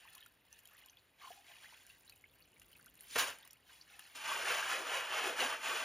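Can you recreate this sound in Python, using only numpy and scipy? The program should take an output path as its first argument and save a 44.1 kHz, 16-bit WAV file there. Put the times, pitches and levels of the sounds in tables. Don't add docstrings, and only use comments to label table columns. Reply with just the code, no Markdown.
import sys
import numpy as np
from scipy import signal
from scipy.fft import rfft, irfft, next_fast_len
from scipy.io import wavfile
from scipy.ndimage import map_coordinates

SR = 44100
rng = np.random.default_rng(int(sys.argv[2]) if len(sys.argv) > 2 else 0)


def to_wav(sig):
    pcm = np.clip(np.atleast_2d(sig), -1, 1) * 32767
    pcm = np.round(pcm).astype(np.int16)
    wavfile.write(sys.argv[1], SR, pcm.T)


N = 257544

# (frequency [Hz], gain [dB])
AIR_TONE = [(200, -5), (320, -4.5), (700, -3), (1200, -5.5), (1800, -4.5), (3000, -4), (4500, -11.5),
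            (6500, -23), (9500, -16), (15500, -13.5)]
RUMBLE_TONE = [(20, -58), (32, -20), (48, 3), (75, 2), (140, -4), (280, -6), (600, -10.5), (2000, -51)]
TRICKLE_TONE = [(150, -39), (450, -17), (750, -8), (1200, -8.5), (1800, -4), (2300, -4), (3000, -2.5),
                (4000, -10), (7000, -13.5), (16000, -43)]
SPRAY_TONE = [(1500, -23), (3200, -8), (4500, 0), (6500, -5), (9800, 9), (12000, -18), (15500, 9)]
PUDDLE_TONE = [(1000, -44), (1450, -17), (1620, -4), (1800, 1.5), (2050, -27), (2650, 0), (3200, -10),
               (5000, -20)]
FIZZ_TONE = [(1500, -23), (3300, -1), (4500, -0.5), (6500, -2), (9600, 2.5), (12000, -7), (15500, 0.5)]
GLUG_TONE = [(60, -28), (175, -9), (225, -5), (270, -1), (340, -1), (450, -3), (1000, -54)]
GULP_TONE = [(200, -52), (300, -15.5), (380, -3.5), (480, -1.5), (620, 2.5), (800, -6), (1300, -8),
             (3000, -58)]
CHURN_TONE = [(300, -57), (550, -12.5), (800, -3), (1100, -0.5), (1700, 0), (2050, -4), (2500, -1.5),
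              (3100, -2), (3900, -19), (6000, -15.5), (16000, -67)]
STONE_TONE = [(500, -12.5), (1800, -0.5), (3300, 3), (4500, -1.5), (6500, -1), (9500, 0), (11500, -9.5),
              (15500, -6.5)]

# (frequency [Hz], width [Hz], gain [dB])
TUB_NOTES = [(265, 34, -9), (357, 16, -5), (483, 27, -6.5), (646, 61, -11.5), (1572, 41, -10.5),
             (1770, 20, -9), (2460, 92, -18), (2890, 62, -11)]
# (time [s], rise [s], fall [s], trickle [dB], spray [dB], stream [dB])
LAPS = [(.03, .1, 0.12, -64, -70, -68.5), (.15, 0.068, 0.11, -66.5, -61.5, -67),
        (.55, 0.063, 0.18, -74, -69, -71), (.78, 0.12, 0.18, -66.5, -69, -86),
        (2.1, 0.29, 0.19, -77.5, -69, -102), (2.4, 0.099, 0.11, -79, -69, -90),
        (2.8, 0.24, 0.42, -73.5, -66.5, -87), (3.065, 0.091, 0.068, -64.5, -63.5, -90),
        (3.41, 0.029, 0.11, -63, -69, -88)]
# (time [s], level [dB], dull body relative to that level [dB])
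SLAPS = [(0.1511, -34.5, -19), (0.2615, -41.5, -17), (0.5272, -46, -16), (0.5895, -41.5, -8),
         (0.6542, -42, -29), (0.6733, -41, -28), (0.86, -40.5, -24), (1.866, -43.5, -16),
         (2.0958, -39.5, -11), (2.5973, -42.5, -14), (2.617, -47.5, 4.5), (2.86, -38.5, -32),
         (3.0078, -35.5, -22), (3.386, -41.5, -20), (3.475, -41, -2), (3.5085, -41, -14),
         (3.5309, -39, -21), (3.993, -35.5, -1)]
# (time [s], level [dB], pitch [Hz])
DRIPS = [(0.18, -47.5, 3070), (0.2079, -47, 3610), (0.2265, -44, 3050), (0.5277, -42, 5900),
         (0.6555, -51.5, 3080), (0.837, -52, 2840), (0.8847, -50, 3110), (0.8976, -45.5, 6010),
         (0.9715, -47.5, 3350), (1.6439, -44, 1720), (1.6564, -45, 1970), (1.8997, -46, 2660),
         (2.0777, -47.5, 3970), (2.0967, -44, 4200), (2.1233, -48, 2480), (2.2405, -46.5, 2120),
         (2.4236, -50.5, 4350), (2.5656, -54, 2210), (2.6178, -52, 2730), (2.7295, -51, 2970),
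         (2.7543, -49.5, 2480), (3.5079, -45, 5600), (3.694, -51.5, 1530), (3.8127, -41, 4450),
         (3.9938, -45.5, 2720)]
# (time [s], level [dB], pitch [Hz])
PLOPS_AND_KNOCK = [(0.052, -51.5, 1014), (0.165, -51.5, 1000), (0.261, -50, 1400), (1.243, -41.5, 1060),
                   (1.273, -43, 1020), (1.305, -42, 700), (1.7255, -48.5, 950), (2.795, -50.5, 1450),
                   (2.867, -50, 1390), (3.162, -31.5, 450), (4.288, -34, 1000), (4.316, -25.5, 1046),
                   (4.501, -37, 482), (4.627, -28, 1600), (4.715, -26, 1380), (5.267, -37.5, 385),
                   (5.397, -29.5, 1270), (5.398, -40, 390), (5.427, -27, 773), (5.449, -46, 278)]
# (time [s], level [dB])
GURGLES = [(1.238, -58.5), (1.31, -70), (1.38, -69), (1.5, -71.5)]
# (time [s], rise [s], fall [s], wash [dB], fizz [dB])
GUSHES = [(1.225, 0.028, 0.07, -57.5, -75), (1.3, 0.09, 0.11, -62, -63), (1.5, .05, 0.24, -60.5, -66),
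          (1.644, 0.03, .05, -62, -63.5), (1.73, 0.05, 0.17, -63.5, -67.5),
          (1.9, 0.023, 0.053, -67.5, -67.5), (3.74, 0.073, 0.13, -64, -66),
          (3.93, 0.054, 0.17, -62.5, -67.5), (4.04, 0.076, 0.27, -63, -67.5)]
# (time [s], rise [s], fall [s], plunge [dB], splash [dB], stones [dB])
CLUMPS = [(3.163, 0.0062, 0.015, -38, -32, -41.5), (3.19, 0.011, 0.042, -56, -33, -33.5),
          (3.21, .014, 0.045, -44.5, -40.5, -46), (3.28, 0.027, 0.047, -53.5, -44, -49)]
# (fastest moment [s], rise [s], fall [s], churn [dB], stones [dB], wake delay [s], gulp [dB], glug [dB])
STROKES = [(4.158, 0.01, 0.13, -51.5, -55, 0.0045, -66, -73),
           (4.311, 0.08, 0.25, -38.5, -48, 0.064, -50.5, -69.5),
           (4.515, 0.066, 0.18, -36.5, -46.5, 0.0032, -47.5, -73.5),
           (4.716, 0.045, 0.11, -36.5, -46, 0.068, -46.5, -65.5),
           (4.956, 0.094, .1, -36.5, -48.5, 0.0028, -48, -74),
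           (5.181, 0.094, 0.16, -36.5, -49.5, .01, -47, -72),
           (5.272, 0.054, 0.056, -41, -49, .008, -45, -59.5),
           (5.414, 0.042, .1, -35, -44.5, 0.016, -44, -54.5),
           (5.53, 0.056, 0.044, -39, -56, .005, -69, -72), (5.682, 0.06, 0.41, -38, -48, 0.026, -50, -65.5)]
# (frequency [Hz], phase [radians])
LEFT_LEAD = [(350, 0), (900, -.33), (1500, -.25), (2100, 0), (3200, .58), (4500, .35), (5600, 0),
             (6700, .1), (7350, 1.2), (7750, 2.75), (8000, 3.12), (8500, 3.15), (8750, 2.6), (9200, 1.4),
             (10200, .8), (11300, 0), (12800, -.1), (14200, -1.2), (15800, -2.5)]
# (frequency [Hz], gain [dB])
LEFT_BOOST = [(60, 1), (300, 2.4), (600, .9), (1200, 0)]


def amp(db):
    return 10 ** (np.asarray(db) / 20)


def unit(x):
    return x / np.sqrt(np.mean(x ** 2) + 1e-20)


def along(points, hz):
    freqs, values = np.transpose(points)
    return np.interp(np.log(hz + 1), np.log(freqs + 1), values)


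def filtered(x, response):
    size = next_fast_len(N + SR // 4)
    return irfft(rfft(x, size) * response(np.fft.rfftfreq(size, 1 / SR)), size)[..., :N]


def coloured(x, tone):
    return unit(filtered(x, lambda hz: amp(along(tone, hz))))


def add(track, s, sound):
    part = track[max(round(s * SR), 0):][:len(sound)]
    part += sound[:len(part)]


def wobble(rate):
    return map_coordinates(rng.standard_normal(int(N * rate / SR) + 4), [np.arange(N) * rate / SR])


def swells(when, rise, fall, db, depth_db=9):
    when, rise, fall, db = (np.reshape(v, (-1, 1)) for v in (when, rise, fall, db))
    t = np.arange(0, N, 32) / SR
    before = (np.maximum(when - t, 0) / rise) ** 2
    after = (np.maximum(t - when, 0) / fall) ** 1.14
    gains = amp(db - depth_db * (before + after))
    return np.interp(np.arange(N) / SR, t, np.linalg.norm(gains, axis=0))


def ring(phase, cycles, rise):
    age = phase / cycles
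    return np.sin(2 * np.pi * phase * (1 + rise * age / 2)) * np.exp(-age) * (1 - np.exp(-2 * phase))


def grains(rate, low_hz, high_hz, cycles, rise, scatter_db):
    when, pitch, size = rng.random((int(rate * N / SR), 3)).T
    hz = low_hz * (high_hz / low_hz) ** pitch
    strength = hz * amp(scatter_db * np.minimum(-np.log(1 - size), 3))
    n = np.arange(min(int(3 * cycles / low_hz * SR), 4_000_000 // len(hz)))
    waves = strength[:, None] * ring(hz[:, None] * n / SR, cycles, rise)
    positions = (when * N).astype(int)[:, None] + n
    return unit(np.bincount(positions.ravel(), waves.ravel(), N)[:N])


def texture(grain, tone, blur_db):
    return coloured(grain + amp(blur_db) * rng.standard_normal(N), tone)


def outdoors():
    air = amp(-75) * coloured(rng.standard_normal(N), AIR_TONE)
    when, rise, fall, churn_db = np.transpose(STROKES)[:4]
    far_swell = swells(when=2.68, rise=0.75, fall=1, db=-75)
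    stirred = swells(when, rise, fall, churn_db - 44)
    rumble_gain = np.sqrt(amp(-80) ** 2 + far_swell ** 2 + stirred ** 2)
    return air + rumble_gain * coloured(rng.standard_normal(N), RUMBLE_TONE)


def bank_echo(x, fade_s=0.034, top_hz=4500):
    t = np.arange(SR // 5) / SR
    tails = rng.standard_normal((2, len(t))) * amp(-60 * t / fade_s) * (t > .005)
    echo = signal.fftconvolve(x[None], tails / np.linalg.norm(tails[0]), axes=1)[:, :N]
    return signal.sosfilt(signal.butter(3, top_hz, fs=SR, output='sos'), echo)


def tub(x, fade_s=0.048, echo_db=-9):
    def ringing(hz):
        return 1 + sum(amp(db) * 1j * hz * width / (note ** 2 - hz ** 2 + 1j * hz * width)
                       for note, width, db in TUB_NOTES)

    t = np.arange(SR // 8) / SR
    walls = rng.standard_normal((3, len(t))) * amp(-60 * t / fade_s) * (t > .001)
    echoes = signal.fftconvolve(x[None], walls / np.linalg.norm(walls[0]), axes=1)[:, :N]
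    shares = np.array([wobble(rate=9) for _ in walls])
    echo = np.sum(echoes * shares, axis=0) / np.linalg.norm(shares, axis=0)
    return amp(0.5) * filtered(x + amp(echo_db) * echo, ringing)


def lapping(calm_trickle_db=-80, calm_spray_db=-83):
    when, rise, fall, *levels = np.transpose(LAPS)
    flow, spatter, spill = (swells(when, rise, fall, db) for db in levels)
    bubbling = grains(400, 653, 4460, cycles=7.8, rise=0.082, scatter_db=4.5)
    trickle = np.hypot(flow, amp(calm_trickle_db)) * texture(bubbling, TRICKLE_TONE, blur_db=2)
    droplets = grains(130, 7000, 14000, cycles=2.2, rise=0, scatter_db=2)
    mist = unit(amp(7.6 * wobble(150))) * coloured(rng.standard_normal(N), SPRAY_TONE)
    spray = np.hypot(spatter, amp(calm_spray_db)) * unit(droplets + amp(3) * mist)
    stream = spill * unit(amp(2.5 * wobble(60))) * coloured(rng.standard_normal(N), PUDDLE_TONE)
    return trickle + amp(1) * spray + stream


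def drop_slaps(decay_s=.0017):
    slap, body = np.zeros((2, N))
    t = np.arange(SR // 40) / SR
    spread = 1 - np.exp(-3 * t / decay_s)
    for s, db, body_db in SLAPS:
        add(slap, s, amp(db - 1.5) * spread * np.exp(-t / decay_s) * rng.standard_normal(len(t)))
        add(body, s, amp(db + body_db - 6) * np.exp(-t / decay_s / 2) * rng.standard_normal(len(t)))
    bright = signal.butter(1, [7000, 13000], 'band', fs=SR, output='sos')
    dull = signal.butter(2, [1100, 3600], 'band', fs=SR, output='sos')
    return signal.sosfilt(bright, slap) + signal.sosfilt(dull, body)


def single_rings(rows, cycles, rise, gain_db):
    track = np.zeros(N)
    t = np.arange(SR // 8) / SR
    for s, db, hz in rows:
        add(track, s, amp(db + gain_db) * ring(hz * t, cycles, rise))
        for late, detune in zip(rng.exponential(.007, 3), rng.normal(.14, .18, 3)):
            follower = ring(hz * np.exp(detune) * t, cycles / 2, rise)
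            add(track, s + late, amp(db + gain_db - 7) * follower)
    return track


def trowel_gurgle(start_s=1.2, grow_s=.08, first_hz=1190, settled_hz=743):
    age = np.maximum(np.arange(N) / SR - start_s, 0) / grow_s
    hz = settled_hz + (first_hz - settled_hz) * np.exp(-age ** 2)
    phase = 2 * np.pi * np.cumsum(hz) / SR
    cloud = wobble(240) * np.sin(phase) + wobble(240) * np.cos(phase)
    when, db = np.transpose(GURGLES)
    return swells(when, rise=0.023, fall=.035, db=db) * unit(cloud)


def trowel_gush():
    wash = texture(grains(700, 661, 4500, cycles=6.9, rise=0.038, scatter_db=3),
                   TRICKLE_TONE, blur_db=3.5)
    fizz = texture(grains(1700, 3720, 14500, cycles=4.4, rise=0, scatter_db=4.5), FIZZ_TONE, blur_db=0.5)
    when, rise, fall, *levels = np.transpose(GUSHES)
    flow, spatter = (swells(when, rise, fall, db) for db in levels)
    return amp(-1) * flow * wash + amp(1) * spatter * fizz


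def tipped_load(glug, gulp, churn, stones):
    when, rise, fall, *levels = np.transpose(CLUMPS)
    plunge, splash, landing = (swells(when, rise, fall, db) for db in levels)
    slide = swells(when=3.15, rise=0.053, fall=.02, db=-49)
    water = plunge * (amp(-3.5) * gulp + amp(-15.5) * glug) + amp(-1.5) * splash * churn
    rattle = (amp(2) * landing + slide) * stones
    thud = amp(-35) * splash * coloured(rng.standard_normal(N), RUMBLE_TONE)
    return water + rattle + thud


def sweeping_hand(glug, gulp, churn, stones):
    when, rise, fall, churn_db, stones_db, delay, gulp_db, glug_db = np.transpose(STROKES)
    churning, rubbing = (swells(when, rise, fall, db) for db in (churn_db, stones_db))
    gulping, glugging = (swells(when + delay, rise, fall, db) for db in (gulp_db, glug_db))
    sunken = filtered(stones, lambda hz: amp(along([(7000, 0.5), (10000, 0), (15000, -4)], hz)))
    slips = unit(amp(0.85 * wobble(70)))
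    wake = amp(-2.5) * (glugging * glug + gulping * gulp)
    return wake + slips * (amp(-2) * churning * churn + amp(3.5) * rubbing * sunken)


def sieving():
    glug = texture(grains(200, 200, 360, cycles=6, rise=.05, scatter_db=1.5), GLUG_TONE, blur_db=-1)
    gulp = texture(grains(400, 327, 994, cycles=5.76, rise=0.061, scatter_db=0), GULP_TONE, blur_db=5.5)
    churn = texture(grains(2400, 594.6, 4310, cycles=5.8, rise=0.033, scatter_db=2),
                    CHURN_TONE, blur_db=7)
    stones = texture(grains(3600, 2100, 15400, cycles=5.3, rise=0, scatter_db=4.5),
                     STONE_TONE, blur_db=4)
    return tipped_load(glug, gulp, churn, stones) + sweeping_hand(glug, gulp, churn, stones)


def scene():
    drips = single_rings(DRIPS, cycles=8.6, rise=0.03, gain_db=-3)
    plops_and_knock = single_rings(PLOPS_AND_KNOCK, cycles=5.46, rise=0.037, gain_db=-3.5)
    washing = sieving() + lapping() + trowel_gurgle() + trowel_gush()
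    sound = tub(washing + drips + plops_and_knock + drop_slaps()) + outdoors()
    sides = np.array([[0.5], [-0.5]])
    direct = filtered(sound, lambda hz: amp(sides * along(LEFT_BOOST, hz))
                      * np.exp(1j * sides * along(LEFT_LEAD, hz)))
    return direct + amp(-13) * bank_echo(sound)


def record(dry, low_cut_hz=42, top_hz=15900):
    cut = signal.sosfilt(signal.butter(3, low_cut_hz, 'high', fs=SR, output='sos'), dry)
    return filtered(cut, lambda hz: np.clip((top_hz - hz) / 200, 0, 1))


dry = scene()
out = record(dry)
to_wav(out)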